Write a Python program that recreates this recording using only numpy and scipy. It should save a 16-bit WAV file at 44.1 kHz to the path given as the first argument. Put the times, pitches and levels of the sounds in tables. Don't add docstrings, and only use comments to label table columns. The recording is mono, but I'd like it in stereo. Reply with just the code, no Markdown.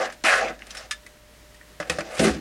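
import sys
import numpy as np
from scipy import signal
from scipy.fft import rfft, irfft
from scipy.io import wavfile
from scipy.ndimage import uniform_filter1d

SR = 44100
rng = np.random.default_rng(int(sys.argv[2]) if len(sys.argv) > 2 else 0)


def store_pcm(level_fs):
    pcm = np.round(np.clip(level_fs, -1, 1) * 32767).astype(np.int16)
    wavfile.write(sys.argv[1], SR, np.atleast_2d(pcm).T)


N = 105928
T = np.arange(N) / SR
RISE_S = .0006


def undb(db):
    return 10 ** (np.asarray(db) / 20)


def unit(x):
    return x / np.sqrt(np.mean(x ** 2))


def band(x, lo_hz, hi_hz):
    sos = signal.butter(2, [lo_hz, min(hi_hz, .45 * SR)], "bandpass", fs=SR, output="sos")
    return signal.sosfilt(sos, x)


def fade(t, t60):
    return np.exp(-np.log(1000) * t / max(t60, .002))


def walk(rate):
    k = int(SR / rate)
    steps = np.repeat(rng.standard_normal(N // k + 1), k)
    return unit(uniform_filter1d(steps, k)[:N])


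def on_log(hz, table):
    table = np.array(table)
    return np.interp(np.log(np.maximum(hz, 1)), np.log(table[:, 0]), table[:, 1])


def add(into, s, x):
    i = int(s * SR)
    into[..., i:i + x.shape[-1]] += x[..., :N - i]


def ring(db, hz, rise_s, t60):
    t = T[:SR // 4]
    return undb(db) * np.sin(2 * np.pi * hz * t) * (1 - np.exp(-t / rise_s)) * fade(t, t60)


def clatter(t60):
    t = T[:SR // 10]
    burst = rng.standard_normal(len(t)) * (1 - np.exp(-t / RISE_S)) * fade(t, t60)
    burst = burst / np.sqrt(np.sum(burst ** 2))
    first_blow = undb(-13) * (np.arange(len(t)) == int(RISE_S * SR))
    burst = burst + first_blow
    return burst * np.sqrt(SR / 100 / np.sum(burst ** 2))


SLIPS_PER_S, SLIP_SCATTER_DB = 1800, 8
GRAIN_SHARE = 0.5
JUDDER_HZ, JUDDER_DB = 110, 1.3
WANDER_HZ, WANDER_DB = 44.34, 1.5
# [t/s, then level/dB of table top, floor plate, frame, arms, links, contact hiss]
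DRAG_LEVELS = [
    [(0.0, -31.5, -24.5, -28.5, -37.5, -41, -46), (0.036, -47.5, -25, -29, -36, -38, -48),
     (0.058, -42, -31.5, -33, -38, -35.5, -45), (0.094, -55, -43, -43, -48, -68, -70),
     (0.102, -52, -49, -50, -48, -47, -58), (0.116, -58, -50, -48, -50, -58, -69),
     (0.126, -59, -52, -62, -56, -43.5, -48), (0.154, -57, -49.5, -61, -65, -66, -73),
     (0.17, -59, -63, -62, -74, -70, -64)],
    [(0.238, -31, -34, -38, -33, -33, -38), (0.248, -28.5, -27.5, -20, -19.5, -28.5, -30.5),
     (0.27, -45, -21, -25.5, -21.5, -28.5, -32.5), (0.312, -47, -26, -18, -24.5, -27.5, -31.5),
     (0.342, -40, -20, -17.5, -24, -31, -33.5)],
    [(0.342, -29, -27, -19.5, -32, -31, -33), (0.372, -53, -29, -23, -34, -36, -36.5),
     (0.412, -37.5, -24, -28.5, -35.5, -35, -42.5), (0.462, -42, -25, -37, -37.5, -46, -55),
     (0.474, -61, -33, -34, -34.5, -50, -56), (0.5, -38, -38.5, -37, -40.5, -45.5, -53),
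     (0.522, -44, -43.5, -42, -54, -58, -67), (0.548, -62, -54, -53, -54, -56, -66),
     (0.58, -46, -52, -55, -76, -68, -81)],
    [(2.196, -14.5, -37, -21, -23.5, -24.5, -26.5), (2.224, -22.5, -19.5, -36.5, -32.5, -33.5, -33.5),
     (2.244, -10.5, -33, -24.5, -31, -28, -30), (2.256, -12, -30, -26, -31, -28.5, -28),
     (2.268, -16.5, -19.5, -25.5, -29, -29.5, -32), (2.292, -19, -25.5, -31.5, -33.5, -31.5, -36),
     (2.318, -28.5, -38.5, -40, -43.5, -40, -45), (2.4, -37.5, -50, -55, -57, -56.5, -65)],
]
# [t/s, then level/dB of the same six parts]
RUB_LEVELS = [
    [(0.6, -60, -52.5, -56, -61, -61, -73), (0.7, -60.5, -59, -55, -54, -54.5, -56.5),
     (0.83, -61, -45, -46.5, -47, -46.5, -61), (0.9, -63, -56, -65, -73, -66, -69)],
    [(1.83, -63, -53, -62, -60, -59, -66), (1.854, -53, -46, -50, -56, -61, -64),
     (1.98, -50, -71, -51, -53, -48, -55)],
    [(2.0, -43, -44.5, -52.5, -62, -54, -85), (2.132, -54.5, -40.5, -46, -48.5, -50, -47.5),
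     (2.194, -39, -33, -34, -34.5, -33, -39)],
]


def drags():
    chance = rng.random((2, N))
    slips = (chance[0] < SLIPS_PER_S / SR) * undb(SLIP_SCATTER_DB * chance[1])
    clicks = np.sqrt(GRAIN_SHARE) * unit(slips - slips.mean())
    rub = clicks + np.sqrt(1 - GRAIN_SHARE) * rng.standard_normal(N)
    rub = unit(rub * undb(JUDDER_DB * walk(JUDDER_HZ)))
    force = np.zeros((len(PART_RANGES), N))
    for rows in map(np.array, DRAG_LEVELS + RUB_LEVELS):
        for k in range(len(force)):
            level_db = np.interp(T, rows[:, 0], rows[:, 1 + k], -200, -200)
            force[k] += rub * undb(level_db)
    return force * undb(WANDER_DB * np.array([walk(WANDER_HZ) for _ in force]))


# [t/s, base level/dB, then level/dB against the base of table top, plate, frame, arms,
# links, hiss, then clatter t60/s, plate note f/Hz, note level/dB against the base]
KNOCK_LIST = [(1.8, -15.5, -16, -15, -13, -22.5, -22, -28, 0.094, 582, -0.5),
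              (1.826, -28, -32, -35, -8, -10, -22, -36, 0.04, 564, -26),
              (1.872, -37.5, -13, -4, -20, -19, -15, -22, 0.052, 570, 1),
              (1.897, -8.5, -19, -17.5, -16.5, -15.5, -17, -20, 0.048, 500, -5.5),
              (1.915, -23, -12, -8, -11, -14.5, -14, -15.5, 0.15, 710, -5.5),
              (1.951, -28, -10, -16, -16, -33, -34, -32, 0.1, 510, 1),
              (1.985, -13.5, -14.5, -16.5, -15, -24, -22, -27.5, 0.094, 580, 2.5),
              (2.006, -21, -7.5, -38, -12, -14, -18.5, -25, 0.034, 604, -12),
              (2.193, -9, -9, -11, -18, -18, -19, -24, 0.042, 507, -3),
              (2.361, -23.5, -1.5, -32, -30, -35, -38, -38, 0.062, 520, -15)]
# [f/Hz, level/dB against the table top's level, t60/s]
TABLE_NOTES = [(170.4, 3, 0.075), (309, -2, 0.21)]
NOTE_T60_S = 0.043


def knocks(force):
    notes = np.zeros(N)
    for s, db, top_db, *rel, t60, hz, note_db in KNOCK_LIST:
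        add(force[1:], s, undb(db + np.array(rel))[:, None] * clatter(t60))
        add(notes, s, ring(db + note_db, hz, 0.002, NOTE_T60_S))
        for table_hz, table_db, table_t60 in TABLE_NOTES:
            add(notes, s, ring(db + top_db + table_db, table_hz, 0.0026, table_t60))
    return notes


# [t/s, base level/dB, then level/dB against the base of frame, arms, links, hiss,
# then own ring f/Hz, ring level/dB against the base, ring t60/s, clatter t60/s]
TICK_LIST = [(0.0994, -33, -7, -14, -21.5, -30, 1960, -11, 0.061, 0.019),
             (0.1233, -35.5, -8, -16, -23, -16, 1480, -13, 0.05, 0.023),
             (0.5906, -45, -13, -9, -8, -33, 1750, -4, 0.05, 0.036),
             (0.62, -32, -11.5, -9, -28, -30, 2180, -16, 0.048, 0.0069),
             (0.6675, -40.5, -22, -28, -9, -8, 1750, -9, 0.05, 0.023),
             (0.7055, -28.5, -25, -22, -9, -16, 5960, -6, 0.054, 0.074),
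             (0.7486, -32, -8, -28, -11, -12, 1420, -7, 0.037, 0.088),
             (0.7696, -23, -17.5, -30, -15, -18, 5380, -5.5, 0.066, 0.15),
             (0.9096, -15.5, -15, -14.5, -11, -15.5, 1730, -8.5, 0.11, 0.076),
             (1.064, -31, -21, -18.5, -19.5, -19.5, 1970, -8, 0.06, 0.035),
             (1.5445, -41.5, -21, -13, -15, -14, 1860, -5, 0.05, 0.094),
             (1.612, -40.5, -15, -17, -34, -24, 1850, 3.5, 0.026, 0.018),
             (2.0833, -42, -15, -18, -32, -38, 1810, -6, 0.046, 0.013)]


def ticks(force):
    rings = np.zeros(N)
    for s, db, *rel, hz, ring_db, ring_t60, t60 in TICK_LIST:
        add(force[2:], s, undb(db + np.array(rel))[:, None] * clatter(t60))
        add(rings, s, ring(db + ring_db, hz, RISE_S, ring_t60))
    return rings


# [t/s, level/dB before rise and fade, f/Hz, rise/s, t60/s]
LONG_RINGS = [(1.902, -31, 73.44, 0.004, .2), (2.2, -30, 67.9, 0.0067, 0.38), (2.3, -24, 68, 0.0059, 0.24),
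              (.77, -45, 9800, .001, .08), (.771, -42, 6100, .002, .06), (.785, -41, 4700, .004, .08),
              (.912, -36, 1147, .002, .07), (.911, -33, 3600, .002, .1), (2.212, -31, 9630, .004, 0.14),
              (2.285, -40, 9660, .006, 0.12)]


def long_rings():
    rings = np.zeros(N)
    for s, db, hz, rise_s, t60 in LONG_RINGS:
        add(rings, s, ring(db, hz, rise_s, t60))
    return rings


# [low f/Hz, high f/Hz]
PART_RANGES = [(175, 417), (470, 900), (1040, 2063), (1900, 2863), (2850, 7330), (7000, 10000)]
# [f/Hz, level/dB with longer notes scaled down, t60/s]
BODY_MODES = [(185, -2, .15), (245, 2, .14), (280, -2, .12), (338, -2, .1), (385, -11, .08), (520, -6, .06),
              (570, 0, .08), (650, 0, .08), (740, -3, .06), (790, -7, .05), (1150, -6, .04),
              (1270, -3, .05), (1360, 0, .07), (1530, -5, .05), (1690, -2, .07), (1800, -3, .06),
              (1970, 0, .06), (2240, -3, .05), (2410, -3, .04), (2560, -1, .07), (3300, 0, .03),
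              (3700, -2, .03), (4300, -3, .03), (5200, -3, .03), (6100, -4, .03)]
THUD_LEVELS = [-2.5, -9.5, 10.5, 4, 18, 0]


def parts():
    t = T[:SR // 3]
    click = 1. * (t == 0)
    answers = []
    for (lo, hi), thud_db in zip(PART_RANGES, THUD_LEVELS):
        answer = undb(thud_db) * unit(band(click, lo, hi))
        modes = [undb(db) * np.sin(2 * np.pi * hz * t) * fade(t, t60) / np.sqrt(t60)
                 for hz, db, t60 in BODY_MODES if lo <= hz < hi]
        if modes:
            answer = band(answer + unit(sum(modes)), lo, hi)
        answers.append(unit(answer) / np.sqrt(len(t)))
    return answers


PLATE_SPLIT_HZ = 690
# [t/s, upper against lower notes level/dB]
PLATE_BALANCE = [(0.05, -3), (0.25, 9), (0.3, 5), (0.34, -4), (0.42, -7), (0.5, -4), (0.8, 2), (2.05, -6),
                 (2.2, -2)]


def tilt_plate(plate):
    lower = signal.sosfiltfilt(signal.butter(4, PLATE_SPLIT_HZ, fs=SR, output="sos"), plate)
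    tilt = undb(np.interp(T, *np.array(PLATE_BALANCE).T))
    return (lower + tilt * (plate - lower)) * np.sqrt(2 / (1 + tilt ** 2))


RING_FLUTTER_DB = 4


def chassis():
    force = drags()
    notes = knocks(force)
    rings = ticks(force) + long_rings()
    flutter = band(rings * undb(RING_FLUTTER_DB * np.tanh(walk(320))), 470, 15000)
    body = [signal.fftconvolve(f, answer)[:N] for f, answer in zip(force, parts())]
    body[1] = tilt_plate(body[1])
    return band(rings, 30, 360) + flutter + notes + sum(body)


FAINT_PER_S, FAINT_DB = 60, -54
FAINT_HZ, FAINT_T60_S = 1850, 0.025


def jiggle():
    chance, t = rng.random((2, N)), T[:SR // 10]
    faint_ticks = (chance[0] < FAINT_PER_S / SR) * undb(FAINT_DB - 10 * chance[1])
    link = np.sin(2 * np.pi * FAINT_HZ * t) + 0.39 * np.sin(2 * np.pi * 1.1 * FAINT_HZ * t)
    return signal.fftconvolve(faint_ticks, link * fade(t, FAINT_T60_S))[:N]


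# [f/Hz, lead/radians]
LEFT_LEAD = [(60, 0.48), (260, 1.42), (780, 0.85), (1400, 0.58), (2400, 0.33), (5000, 0.36), (9000, -0.28),
             (14000, -1.03)]
# [f/Hz, level/dB]
LEFT_LEVEL = [(100, -0.5), (500, .9), (5000, 1.6), (14000, -1)]


def near_sound(dry):
    hz = np.fft.rfftfreq(N, 1 / SR)
    lead, left_db = on_log(hz, LEFT_LEAD), on_log(hz, LEFT_LEVEL)
    sides = [np.exp(.5j * w * lead) * undb(w * left_db / 2) for w in (1, -1)]
    return np.array([irfft(rfft(dry) * side, N) for side in sides])


ROOM_T60_S, ROOM_DB, ROOM_TOP_HZ = 0.16, -14.5, 8900


def room(dry):
    t = T[:SR // 2]
    echoes = []
    for _ in range(2):
        noise = band(rng.standard_normal(len(t)), 84, ROOM_TOP_HZ)
        tail = unit(noise * fade(t, ROOM_T60_S) * (t > .006))
        echoes.append(signal.fftconvolve(dry, tail)[:N])
    return np.array(echoes) * undb(ROOM_DB) / np.sqrt(len(t))


HISS_LEVEL_DB, FLICKER_DB = -52.5, .8
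HUM_HZ, HUM_WIDTH_HZ, HUM_DB = 55, 2.5, -56
# [f/Hz, relative level/dB]
HISS_COLOUR = [(53, -44), (90, -13.5), (122, -11), (488, -17.5), (593, -16.5), (769, -21.5), (1910, -19.5),
               (2230, -21), (16000, -30.5)]
# [f/Hz, side against middle level/dB]
HISS_WIDTH = [(60, -33), (110, -15), (200, -15), (380, -6), (700, 0.5), (1290, -4), (8120, -4.5),
              (15000, -16)]
# [f/Hz, peak level/dB before wavering]
MOTOR_LINES = [(600.5, -57), (958.2, -69), (1922, -73)]


def camera():
    hz = np.fft.rfftfreq(N, 1 / SR)
    shape = undb(on_log(hz, HISS_COLOUR)) * (hz > 85)
    mid = irfft(rfft(rng.standard_normal(N)) * shape, N)
    side = irfft(rfft(rng.standard_normal(N)) * shape * undb(on_log(hz, HISS_WIDTH)), N)
    hiss = mid + side * np.array([[1], [-1]])
    hiss = hiss * undb(HISS_LEVEL_DB + FLICKER_DB * walk(11.55)) / np.std(mid)
    hum_phase = 2 * np.pi * np.cumsum(HUM_HZ + HUM_WIDTH_HZ * walk(4.88)) / SR
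    hum = np.sqrt(2) * np.sin(hum_phase) * undb(HUM_DB + 3.4 * walk(6.0))
    rumble = undb(-62.5) * unit(band(rng.standard_normal(N), 27, 54))
    whine = sum(undb(db + walk(14.7)) * np.sin(2 * np.pi * f * T) for f, db in MOTOR_LINES)
    return hiss + hum + rumble + whine


def scene():
    dry = chassis() + jiggle()
    return near_sound(dry) + room(dry) + camera()


MIC_TOP_HZ, TOP_HZ = 12400, 16000
ROUND = .8


def record(dry):
    dull = signal.lfilter(*signal.butter(1, MIC_TOP_HZ, fs=SR), dry)
    rounded = ROUND * np.tanh(dull / ROUND)
    return signal.sosfilt(signal.ellip(10, .2, 80, TOP_HZ, fs=SR, output="sos"), rounded)


dry = scene()
out = record(dry)
store_pcm(out)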